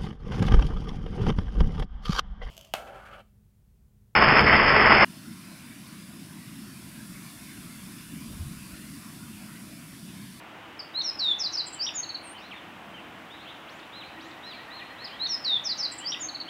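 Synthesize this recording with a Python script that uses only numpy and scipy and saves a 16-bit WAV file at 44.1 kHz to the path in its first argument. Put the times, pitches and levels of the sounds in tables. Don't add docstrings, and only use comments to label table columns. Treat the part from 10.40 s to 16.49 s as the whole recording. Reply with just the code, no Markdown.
import sys
import numpy as np
from scipy import signal
from scipy.fft import rfft, irfft, next_fast_len
from scipy.io import wavfile
from scipy.ndimage import uniform_filter1d, map_coordinates

SR = 44100
rng = np.random.default_rng(int(sys.argv[2]) if len(sys.argv) > 2 else 0)


def file_out(sig):
    cols = np.atleast_2d(sig).T
    lim = np.clip(cols, -1, 1)
    pcm = np.round(lim * 32767).astype(np.int16)
    wavfile.write(sys.argv[1], SR, pcm)


N = 268569

# attack in s, release in s, swell over the note in dB, warble depth in Hz,
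# pitch path of (s into the note, Hz) before any stretch or pitch ratio.
TICK = (.003, 0.0048, 3, 0, [(0, 5360), (.021, 4320)])
ARCH = (0.027, 0.0074, 1, 0, [(0, 3678), (.035, 4127), (.064, 4342), (.081, 3580), (.087, 6670)])
SLUR = (0.028, 0.0049, 6.2, 0, [(0, 6420), (.022, 5625), (.081, 5030)])
LIFT = (0.0049, .005, 0, 0, [(0, 4820), (.006, 5150), (.017, 5900)])
SLIDE = (.003, 0.015, 6.8, 0, [(0, 4860), (.016, 4200), (.034, 3945), (.07, 3692), (.124, 3530),
         (.143, 3270)])
FALL = (0.023, 0.004, 4.5, 490, [(0, 6380), (.025, 5417), (.046, 4930)])
PEAK = (0.0087, 0.0043, 0.84, 0, [(0, 3990), (.018, 5024), (.031, 4180), (.047, 3834)])
LISP = (0.017, 0.0098, 0, 0, [(0, 8300), (.021, 7040)])
SECOND_VOICE = (0.0084, .006, 1, 0, [(0, 8150), (.016, 8840)])
FLICK = (0.0096, 0.0067, 0, 0, [(0, 10240), (.007, 7680), (.014, 7050)])
RISE = (0.03, 0.003, -8.5, 0, [(0, 4670), (.019, 4590), (.035, 4970), (.051, 5520), (.075, 5750)])
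CHUP = (0.0031, 0.004, 0.67, 0, [(0, 4800), (.005, 2800), (.011, 3690), (.021, 3730), (.034, 2273)])
STEP = (0.021, 0.0091, 5.8, 0, [(0, 6700), (.014, 6950), (.03, 7060), (.045, 6380), (.077, 6434)])
CHIP = (0.0038, 0.0028, -1.3, 0, [(0, 4295), (.009, 4503), (.02, 3780)])
SEEP = (0.042, 0.018, 0, 0, [(0, 9860), (.03, 8750), (.07, 8420), (.12, 9380)])
BOW = (0.022, 0.019, -0.5, 0, [(0, 3050), (.02, 3757), (.05, 4128), (.074, 4136), (.097, 3800),
       (.124, 2330), (.145, 2360)])
SWOOP = (0.0076, 0.0021, -2, 0, [(0, 2215), (.02, 3340), (.033, 5300), (.065, 6640), (.115, 7860),
         (.135, 2980)])
DROP = (0.014, .008, -10, 0, [(0, 4275), (.02, 2714), (.048, 1780)])
GLIDE = (0.023, 0.01, 0, 0, [(0, 5920), (.07, 4750), (.135, 4150)])
SIGH = (0.012, 0.0041, -5, 0, [(0, 3170), (.025, 3220), (.088, 2450)])
BURR = (0.022, 0.031, 0, 280, [(0, 2693), (.095, 4390)])
QUERY = (0.023, 0.044, 0, 0, [(0, 2920), (.03, 3450), (.095, 4070)])


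def amp(db):
    return 10 ** (np.asarray(db) / 20)


def at(s, rows):
    return np.interp(s, *np.transpose(rows))


def along(points, hz):
    f, v = np.transpose(points)
    return np.interp(np.log(hz + 1), np.log(f + 1), v)


def curve(rows):
    return at(np.arange(N) / SR, rows)


def wobble(rate_hz, size):
    knots = rng.standard_normal(int(size * rate_hz / SR) + 4)
    return map_coordinates(knots, [np.arange(size) * rate_hz / SR])


def filtered(x, response):
    m = next_fast_len(N + 8192)
    return irfft(rfft(x, m) * response(np.fft.rfftfreq(m, 1 / SR)), m)[:N]


def noise(response):
    x = filtered(rng.standard_normal(N), response)
    return x / np.sqrt(np.mean(x ** 2))


def add(track, s, sound):
    room_left = track[round(s * SR):][:len(sound)]
    room_left += sound[:len(room_left)]


def whistle(syllable, ratio=1, stretch=1, warble_rate_hz=180, warble_life_s=0.023, jitter=0.006,
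            overtone_db=-41, throat_hz=3900, edge_db=24, edge_curve=1.51):
    attack_s, release_s, swell_db, warble_hz, path = syllable
    path_s, path_hz = np.transpose(path)
    path_s = stretch * path_s
    t = np.arange(int(path_s[-1] * SR)) / SR
    to_end = t[-1] - t

    glide = uniform_filter1d(np.interp(t, path_s, path_hz), size=160)
    pitch = ratio * glide * (1 + jitter * wobble(400.3, len(t)))
    warble_fade = np.exp(-(t / warble_life_s) ** 4)
    pitch += warble_hz * np.sin(2 * np.pi * warble_rate_hz * t) * warble_fade
    phase = 2 * np.pi * np.cumsum(pitch) / SR

    edges = np.clip(1 - np.minimum(t / attack_s, to_end / release_s), 0, 1) ** edge_curve
    fade = np.clip(np.minimum(t, to_end) / .001, 0, 1)
    envelope = fade * amp(swell_db * (t / t[-1] - .5) - edge_db * edges)
    overtone = amp(overtone_db) / (1 + (pitch / throat_hz) ** 20)
    return np.sqrt(2) * envelope * (np.sin(phase) + overtone * np.sin(2 * phase))


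def among_trees(x, twigs_db, wood_db, twig_span_s=.03, build_up_s=0.0025, count=14):
    # frequency in Hz, 60 dB decay time in s.
    wood_decay = [(2000, 0.33), (4000, 0.44), (6500, 0.38), (10000, 0.083)]
    hz, t, z = signal.stft(rng.standard_normal(SR * 2 // 3), SR, nperseg=256)
    decay = amp(-60 * t / along(wood_decay, hz)[:, None])
    build_up = 1 - np.exp(-t / build_up_s)
    tail = signal.istft(z * decay * build_up, SR, nperseg=256)[1]
    response = amp(wood_db) * tail / np.linalg.norm(tail)
    delays = (SR * (0.0028 + twig_span_s * rng.random(count))).astype(int)
    response[delays] += amp(twigs_db) * rng.choice([-1, 1], count) / np.sqrt(count)
    response[0] = 1
    return signal.fftconvolve(x, response)


def air_rush(trim_db=1.38):
    # frequency in Hz, relative density in dB per Hz.
    air_spectrum = [(25, -30), (69, -11), (110, -7.5), (260, -4.5), (433, -9), (760, -3), (1110, -5),
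                    (2000, -8.5), (3000, -10.5), (3550, -16.5), (4260, -24.5), (6500, -30.5), (11000, -35),
                    (15500, -36)]
    # time in s, level in dB before the trim.
    air_level = [(0.0, -47.5), (4.02, -47), (4.27, -46.5), (5.8, -46.5), (6.09, -47.5)]
    level_db = curve(air_level) + trim_db + 0.15 * wobble(7.4, N)
    return amp(level_db) * noise(lambda hz: amp(along(air_spectrum, hz)))


def low_drone(trim_db=-1.0):
    # centre in Hz, width in Hz, relative level in dB.
    resonances = [(285.5, 24, -8), (325.2, 23, -3.5)]
    # time in s, level in dB before the trim.
    drone_level = [(0, -57.5), (3.7, -57), (3.88, -49.5), (4.05, -63), (6.09, -54.5)]

    def response(hz):
        return sum(amp(db) / (1 + np.square(2 * (hz - centre_hz) / width_hz))
                   for centre_hz, width_hz, db in resonances)

    return amp(curve(drone_level) + trim_db) * noise(response)


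def rumble(peak_s=2.54, width_s=0.44, peak_db=-54):
    band = [(80, -40), (180, -1), (290, -7), (420, -43.5), (2000, -100)]  # (Hz, relative dB)
    swell = np.exp(-np.square((np.arange(N) / SR - peak_s) / width_s))
    return amp(peak_db) * swell * noise(lambda hz: amp(along(band, hz)))


def chorus(level_db=-63, spread=.18, count=44):
    out = np.zeros(N)
    for when, kind, pitch in rng.random((count, 3)):
        syllable = SIGH if kind < .5 else QUERY
        note = whistle(syllable, .86 + spread * (2 * pitch - 1), jitter=0.034)
        add(out, when * N / SR, amp(level_db) * among_trees(note, twigs_db=-2, wood_db=-7.5))
    return out


def piping_bird(count=19):
    # attack in s, release in s, swell over the note in dB, warble depth in Hz,
    # pitch path of (s into the note, Hz) before the pitch ratio.
    pipe_note = (0.014, 0.031, -7.5, 0, [(0, 1763), (.025, 1908), (.07, 2070)])
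    # time in s, level in dB.
    pipe_level = [(3.74, -55), (4.4, -49), (4.9, -54), (5.7, -52)]
    start_s, gap_s, slowing_s = 3.74, .106, .00054
    start_ratio, climb_per_s = 0.99, 0.0199
    out = np.zeros(N)
    for k in range(count):
        elapsed_s = k * (gap_s + slowing_s * k / 2)
        s = start_s + elapsed_s
        note = whistle(pipe_note, start_ratio + climb_per_s * elapsed_s)
        add(out, s, amp(at(s, pipe_level)) * among_trees(note, twigs_db=-17.5, wood_db=-4.5))
    return out


def far_birds(flutter_db=0.5):
    # start in s, syllable, level in dB before the foliage, pitch ratio.
    neighbours = [(1.345, SIGH, -49.5, 0.96), (1.809, QUERY, -52.5, .74), (1.94, SIGH, -49.5, 0.96),
                  (1.964, BURR, -50.5, 1.5), (2.004, QUERY, -52.5, 1.12), (2.105, DROP, -42.5, 0.92),
                  (2.14, SIGH, -53.5, 1.14), (2.531, SIGH, -50, 0.97), (2.885, QUERY, -48.5, 1.03),
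                  (2.96, BURR, -52.5, 1.06), (3.04, BURR, -46.5, .94), (3.27, SWOOP, -49.5, 1),
                  (3.515, BOW, -45.5, .99), (3.628, QUERY, -61, 1.23), (3.786, SWOOP, -48, 1.01),
                  (3.795, QUERY, -55.5, 1.1), (4.018, BOW, -44.5, 1), (4.029, GLIDE, -51.5, 1.01),
                  (4.295, BOW, -46, 1.025), (4.572, BOW, -46, 1.044), (4.691, QUERY, -47, 0.88),
                  (5.587, QUERY, -44, 0.87), (6.071, BOW, -35, 0.88)]
    # frequency in Hz, gain in dB.
    foliage = [(4200, -1.5), (5200, -12), (7700, -22)]
    out = np.zeros(N)
    for s, syllable, db, ratio in neighbours:
        note = whistle(syllable, ratio, warble_rate_hz=87, warble_life_s=0.095, jitter=0.008)
        note = note * amp(db + flutter_db * wobble(64.8, len(note)))
        add(out, s, among_trees(note, twigs_db=-7.0, wood_db=-9.5, build_up_s=0.11))
    return filtered(out, lambda hz: amp(along(foliage, hz)))


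def bunting():
    # first start in s, syllable, level in dB, level in the repeat in dB.
    song = [(.391, TICK, -36, -37.5), (0.537, ARCH, -29, -29.5), (0.624, SLUR, -30.5, -30),
            (.785, LIFT, -34, -36), (0.794, SLIDE, -26, -26), (0.984, FALL, -29.5, -30),
            (1.032, PEAK, -28.5, -28.5), (1.119, FALL, -31.5, -30.5), (1.168, PEAK, -28, -28.5),
            (1.258, SECOND_VOICE, -53, -48.5), (1.259, LISP, -36, -35.5), (1.277, FLICK, -36.5, -39),
            (1.32, SECOND_VOICE, -50.5, -47), (1.322, LISP, -36.5, -34.5), (1.339, FLICK, -34.5, -37),
            (1.388, RISE, -29, -31), (1.463, CHUP, -32, -31.5), (1.537, STEP, -33, -35),
            (1.628, CHIP, -35.5, -35), (1.689, CHIP, -34.5, -33), (1.743, CHIP, -32.5, -33),
            (1.819, SEEP, -49, -56)]
    # time in s, overtone level in dB.
    beam = [(.8, -37), (4.8, -49)]
    repeat_after_s, repeat_drag = 4.251, 0.0035
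    slide_hurry = 0.95
    out = np.zeros(N)
    for first_s, syllable, first_db, again_db in song:
        again_s = first_s + repeat_after_s + repeat_drag * (first_s - song[0][0])
        hurry = slide_hurry if syllable == SLIDE else 1
        for s, db, stretch in ((first_s, first_db, 1), (again_s, again_db, hurry)):
            note = whistle(syllable, stretch=stretch, overtone_db=at(s, beam))
            add(out, s, amp(db) * among_trees(note, twigs_db=-9.0, wood_db=-12.0))
    return out


def scene():
    background = air_rush() + low_drone() + rumble()
    birds = chorus() + piping_bird() + far_birds() + bunting()
    return (background + birds)[None]


def record(dry):
    top_hz = 15800
    return np.array([filtered(channel, lambda hz: hz < top_hz) for channel in dry])


dry = scene()
out = record(dry)
file_out(out)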